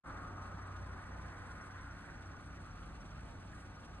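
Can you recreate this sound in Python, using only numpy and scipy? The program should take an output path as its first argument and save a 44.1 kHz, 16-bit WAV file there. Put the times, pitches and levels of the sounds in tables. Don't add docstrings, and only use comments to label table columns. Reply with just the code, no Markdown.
import sys
import numpy as np
from scipy import signal
from scipy.fft import rfft, irfft
from scipy.io import wavfile

SR = 44100
rng = np.random.default_rng(int(sys.argv[2]) if len(sys.argv) > 2 else 0)


def digitize_waveform(pressure):
    field = np.atleast_2d(pressure).T
    bounded = np.clip(field, -1, 1)
    quanta = np.round(bounded * 32767).astype(np.int16)
    wavfile.write(sys.argv[1], SR, quanta)


N = 176400
TIME = np.arange(N) / SR
FREQS = np.maximum(np.fft.rfftfreq(N, 1 / SR), 1)

# time in seconds, frequency in Hz, level in dB.
EXHAUST_TONE = [(0, 97, -65), (.39, 94.2, -51.5), (.65, 93.6, -52), (.76, 93.75, -49.5),
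                (1.1, 93.34, -52.5), (1.3, 93.6, -54.5), (1.5, 93.8, -56.5), (1.78, 93.5, -52),
                (2.05, 93.8, -59.5), (2.47, 93.1, -53.5), (2.66, 94.14, -61.5), (3.3, 94.9, -59.5),
                (4, 94.8, -60)]
# time in seconds, then frequency in Hz and level in dB
ENGINE_DRONES = [(0, 160, -64.5, 275.9, -67.5), (.7, 162, -67, 277.8, -65.5),
                 (1.6, 158.5, -66.5, 282.9, -67.5), (2.4, 163, -65, 281, -69.5),
                 (2.9, 161.5, -62, 277.6, -71.5), (3.3, 158, -66, 278.7, -70), (4, 161, -63.5, 279.5, -70)]
# frequency in Hz, relative density in dB.
RUMBLE_SPECTRUM = [(10, -29.5), (20, -6), (45, 1.5), (70, -1.5), (95, 0.5), (125, 0), (200, -2.5),
                   (260, -6.5), (350, -8.5), (410, -22), (700, -18), (3000, -74)]
# time in seconds, level in dB.
RUMBLE_LEVELS = [(0, -53.5), (.8, -53.5), (1.15, -54), (1.7, -56.5), (2.4, -54.5), (3, -55.5), (3.5, -55.5),
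                 (4, -57.5)]
def engine():
    hz, db = in_time(EXHAUST_TONE)
    lower_hz, lower_db, upper_hz, upper_db = in_time(ENGINE_DRONES)
    return (from_db(db) * tone(hz, waver=0.26)
            + from_db(lower_db) * tone(lower_hz, waver=0.48)
            + from_db(upper_db) * tone(upper_hz, waver=0.48)
            + wash(RUMBLE_SPECTRUM, in_time(RUMBLE_LEVELS)[0], flutter_db=0.66, flutter_hz=10))


# frequency in Hz, relative level in dB, waver depth from 0 to 1.
STEADY_HUMS = [(32.4, -69.5, 0), (41.3, -74, 0.9), (79.6, -66.5, 0.7)]
# time in seconds, gain in dB.
HUM_SWELL = [(0, -1.5), (.5, 1), (1, 3), (1.55, 0.5), (2.3, -1), (3, 1.5), (4, -2.5)]
THROB_HZ, THROB_DB, PARTNER_DB = 60, -58, -2.5
BEAT_HZ, IN_PHASE_S = 2.94, 0.175
def hums():
    beat = 1 + from_db(PARTNER_DB) * np.exp(2j * np.pi * BEAT_HZ * (TIME - IN_PHASE_S))
    throb = from_db(THROB_DB) * np.real(signal.hilbert(tone(THROB_HZ, waver=0.25)) * beat)
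    steady = sum(from_db(db) * tone(hz, waver) for hz, db, waver in STEADY_HUMS)
    return (throb + steady) * from_db(in_time(HUM_SWELL)[0])


# time in seconds, relative levels in dB of the roar, its upper edge and its body.
ROAD_LEVELS = [(0.08, -50.5, -57.5, -58), (0.29, -52.5, -62, -60.5), (.8, -55, -60.5, -62.5),
               (1.12, -57, -59.5, -61.5), (1.6, -58, -59.5, -63.5), (1.97, -58.5, -61.5, -64.5),
               (2.12, -62, -57.5, -64.5), (2.25, -61, -63.5, -65.5), (2.33, -55, -62.5, -65.5),
               (2.48, -60, -63.5, -66.5), (2.87, -62, -65, -65.5), (3.44, -62, -66, -64),
               (3.55, -62.5, -63, -67), (3.89, -61.5, -68, -63.5), (4.0, -61, -65, -67)]
# frequency in Hz, relative density in dB.
ROAR_SPECTRUM = [(200, -46), (600, -23), (960, -8.5), (1020, 2), (1250, 8), (1450, -1.5), (1700, -8.5),
                 (2500, -41), (6000, -54)]
EDGE_SPECTRUM = [(500, -31), (1100, -21), (1400, 1.5), (1600, 2.5), (1950, -3), (2150, -9), (2600, -19.5),
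                 (3500, -43), (8000, -67)]
BODY_SPECTRUM = [(60, -29), (200, -4), (400, -4.5), (550, -0.5), (750, 0), (930, 1.5), (1200, -18),
                 (2000, -57), (6000, -72)]
# time in seconds, centre in Hz, gain in dB added to the roar's curve.
TREAD_RESONANCE = [(0, 1272, -4.5), (.45, 1250, -5.5), (1.1, 1251, -15.5), (1.6, 1426, -3),
                   (2.1, 1446, -3.5), (2.55, 1282, -11), (2.7, 1236, 2.5), (2.85, 1253, -1),
                   (3.07, 1255, -4.5), (3.15, 1290, -1), (3.22, 1260, -6.5), (4, 1217, -12)]
ROAR_TRIM_DB, EDGE_TRIM_DB, BODY_TRIM_DB, TREAD_TRIM_DB = -2, 1.5, 4, 1
def tyres():
    roar_db, edge_db, body_db = in_time(ROAD_LEVELS)
    hz, tread_db = in_time(TREAD_RESONANCE)
    band = port_noise(resonance(hz.mean(), width_hz=290) * ripple())
    glide = np.exp(2j * np.pi * np.cumsum(hz - hz.mean()) / SR)
    tread = np.real(signal.hilbert(band) * glide)
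    flutter_db = 0.74 * drift(19)
    return (tread * from_db(roar_db + tread_db + TREAD_TRIM_DB + flutter_db)
            + wash(ROAR_SPECTRUM, roar_db + ROAR_TRIM_DB, flutter_db=1.26, flutter_hz=19)
            + wash(EDGE_SPECTRUM, edge_db + EDGE_TRIM_DB, flutter_db=1.5, flutter_hz=34)
            + wash(BODY_SPECTRUM, body_db + BODY_TRIM_DB, flutter_db=0.57, flutter_hz=7.8))


ECHO_DELAY_S, ECHO_WANDER_S, ECHO_DB = 0.0054, 0.00044, -13.5
def shifting_reflection(direct):
    emitted_s = TIME - ECHO_DELAY_S - ECHO_WANDER_S * drift(0.27)
    echo = np.array([np.interp(emitted_s, TIME, channel) for channel in direct])
    gain = from_db(ECHO_DB)
    return (direct + gain * echo) / np.hypot(1, gain)


# centre in Hz, width in Hz, greatest level in dB,
# time of that level in seconds, spread in seconds.
WHINE_BANDS = [(1036, 83, -61.5, 1.26, 0.52), (1910, 370, -65.5, 1.55, 0.47)]
def tyre_whine():
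    return sum(port_noise(resonance(hz, width_hz)) * from_db(db) * bell_curve(peak_s, spread_s)
               for hz, width_hz, db, peak_s, spread_s in WHINE_BANDS)


# time in seconds, firing rate in Hz, relative level in dB.
REV_COURSE = [(2.55, 40.87, -70), (2.72, 43.04, -56), (3.05, 45.16, -55), (3.35, 44.5, -65),
              (3.7, 40.99, -72)]
# multiple of the firing rate, gain in dB.
REV_HARMONICS = [(1, -2.5), (2, -12.5), (3, -9.5)]
def revving_engine():
    hz, db = in_time(REV_COURSE)
    return sum(from_db(db + gain_db) * tone(order * hz, waver=0.2) for order, gain_db in REV_HARMONICS)


# frequency in Hz, relative density in dB.
HISS_SPECTRUM = [(500, -5.5), (2400, 8), (3000, 4), (4000, 2), (5000, 0.5), (6500, -2.5), (7600, -7.5),
                 (8600, -7.5), (9500, -8.5), (11000, -19.5), (13000, -28.5), (15500, -16)]
SIZZLE_SPECTRUM = [(3000, -29), (6000, 4), (7500, 5), (8400, 11.5), (9500, 4), (10500, 13), (11200, -18),
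                   (15000, -46)]
def hiss():
    return (wash(HISS_SPECTRUM, level_db=-66.5, flutter_db=1.38, flutter_hz=47)
            + wash(SIZZLE_SPECTRUM, level_db=-84, flutter_db=4, flutter_hz=4.8))


# start in seconds, level in dB, centre in Hz.
GRASS_RUSTLES = [(.64, -70, 3530), (1.779, -70, 3430), (2.826, -65.5, 3180), (2.859, -76, 4990),
                 (2.944, -64.5, 2600), (3.155, -65.5, 2585), (3.262, -66, 2790), (3.835, -67, 3287)]
def grass(attack_s=0.001, decay_s=0.022, edge_ratio=1.12):
    crackle = port_noise(1) * from_db(1.6 * drift(300))
    out = 0
    for start_s, db, hz in GRASS_RUSTLES:
        age = np.maximum(TIME - start_s, 0)
        band = signal.butter(2, [hz / edge_ratio, hz * edge_ratio], "band", fs=SR, output="sos")
        envelope = np.minimum(age / attack_s, 1) * np.exp(-age / decay_s)
        out = out + from_db(db) * rms_one(signal.sosfilt(band, crackle)) * envelope
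    return out


# time in seconds, peak at the right port in dB, right minus left in dB.
AIR_BUMPS = [(.143, -54, 8), (.697, -51, 18), (0.818, -48, 22), (2.315, -54, 17), (2.479, -49, 8)]
def air_bumps(top_hz=447, spread_s=0.0078):
    dull = signal.butter(2, [top_hz / 3, top_hz], "band", fs=SR, output="sos")
    out = np.zeros((2, N))
    for peak_s, db, left_drop_db in AIR_BUMPS:
        puff = rng.standard_normal(N) * bell_curve(peak_s, spread_s)
        pop = signal.sosfilt(dull, puff + 1e-18)
        out += pop / np.abs(pop).max() * from_db([[db - left_drop_db], [db]])
    return out


# centre in Hz, width in Hz, level in dB,
# gains in dB of the third and the fourth tick in each round of four.
TICK_RESONANCES = [(5725, 91, -71.5, -1, -0.5), (8320, 860, -77.5, -7.5, -5), (9630, 1300, -81, -14, -8)]
TICKS_PER_S, FIRST_TICK_S, TICK_SCATTER_DB = 20.1, 0.015, 1.5
def ticking(attack_s=0.0049, decay_from_s=0.014, decay_s=0.013):
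    cycles = (TIME - FIRST_TICK_S) * TICKS_PER_S
    tick = np.floor(cycles).astype(int)
    age = (cycles - tick) / TICKS_PER_S
    burst = np.minimum(age / attack_s, 1) * np.exp(-np.maximum(age - decay_from_s, 0) / decay_s)
    out = 0
    for hz, width_hz, db, third_db, fourth_db in TICK_RESONANCES:
        accent_db = np.array([0, 0, third_db, fourth_db])[tick % 4]
        scatter_db = TICK_SCATTER_DB * rng.standard_normal(N)[tick]
        out = out + port_noise(resonance(hz, width_hz)) * burst * from_db(db + accent_db + scatter_db)
    return out


def ripple(depth_db=1.8, decay_s=0.0097, full_from_hz=1000):
    echoes = rng.standard_normal(N) * np.exp(-TIME / decay_s)
    pattern = rms_one(np.real(rfft(echoes)))
    return from_db(depth_db * np.minimum(FREQS / full_from_hz, 1) * pattern)


# frequency in Hz, coherence from 0 to 1.
PORT_COHERENCE = [(30, 0.54), (70, 1), (150, 1), (270, 0.98), (400, 0.88), (550, 0.45), (900, 0.61),
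                  (1300, 0.93), (1650, 0.91), (2200, 0.7), (2900, 0.39), (3600, 0.86), (4300, 0.41),
                  (5200, 0.97), (5800, 0.98), (6500, 1), (8500, 1), (14000, 0.81)]
# frequency in Hz, lead of the left port in radians.
PORT_PHASE = [(100, 0.5), (300, -0.38), (690, -0.07), (1400, 0.3), (2000, 1.57), (2400, 2), (3200, 2),
              (4100, 1.5), (5000, 3.5), (5400, 3), (5800, 3.5), (6800, 4.5), (8400, 7.5), (11500, 2),
              (15000, 10)]
# frequency in Hz, left minus right in dB.
PORT_BALANCE = [(100, 0), (300, -0.5), (600, -0.7), (1200, 1.5), (2000, -3), (4000, 0)]
def port_noise(gain):
    mid, side = rfft(rng.standard_normal((2, N)))
    coherence = np.clip(over_hz(PORT_COHERENCE), 0, 1)
    sign = np.array([[1], [-1]])
    pair = np.sqrt(1 + coherence) * mid + sign * np.sqrt(1 - coherence) * side
    phase = np.exp(.5j * sign * over_hz(PORT_PHASE))
    balance = from_db(sign * over_hz(PORT_BALANCE) / 2)
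    return rms_one(irfft(pair * phase * balance * gain, N))


def wash(spectrum, level_db, flutter_db, flutter_hz):
    noise = port_noise(from_db(over_hz(spectrum)) * ripple())
    return noise * from_db(level_db + flutter_db * drift(flutter_hz))


def tone(hz, waver, waver_hz=2.8):
    swing = 1 + waver * (drift(waver_hz) + 1j * drift(waver_hz))
    turns = np.cumsum(hz * np.ones(N)) / SR + rng.random()
    return rms_one(np.real(swing * np.exp(2j * np.pi * turns)))


def resonance(hz, width_hz):
    return 1 / (1 + ((FREQS ** 2 - hz ** 2) / (FREQS * width_hz)) ** 2)


def drift(corner_hz):
    return rms_one(irfft(rfft(rng.standard_normal(N)) / (1 + (FREQS / corner_hz) ** 2), N))


def bell_curve(peak_s, spread_s):
    return np.exp(-.5 * ((TIME - peak_s) / spread_s) ** 2)


def in_time(rows):
    seconds, *columns = np.transpose(rows)
    return [np.interp(TIME, seconds, column) for column in columns]


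def over_hz(points):
    hz, value = np.transpose(points)
    return np.interp(np.log(FREQS), np.log(hz), value)


def from_db(db):
    return 10 ** (np.asarray(db) / 20)


def rms_one(x):
    return x / np.sqrt(np.mean(np.abs(x) ** 2) + 1e-20)


def scene():
    vehicles = engine() + hums() + revving_engine() + shifting_reflection(tyres()) + tyre_whine()
    return vehicles + hiss() + grass() + ticking() + air_bumps()


def record(dry):
    start_s, fade_s, stopband_hz = 0.035, 0.041, 16200
    fade = np.clip((TIME - start_s) / fade_s, .002, 1)
    low_pass = signal.cheby2(16, 60, stopband_hz, fs=SR, output="sos")
    return signal.sosfilt(low_pass, dry * fade)


dry = scene()
out = record(dry)
digitize_waveform(out)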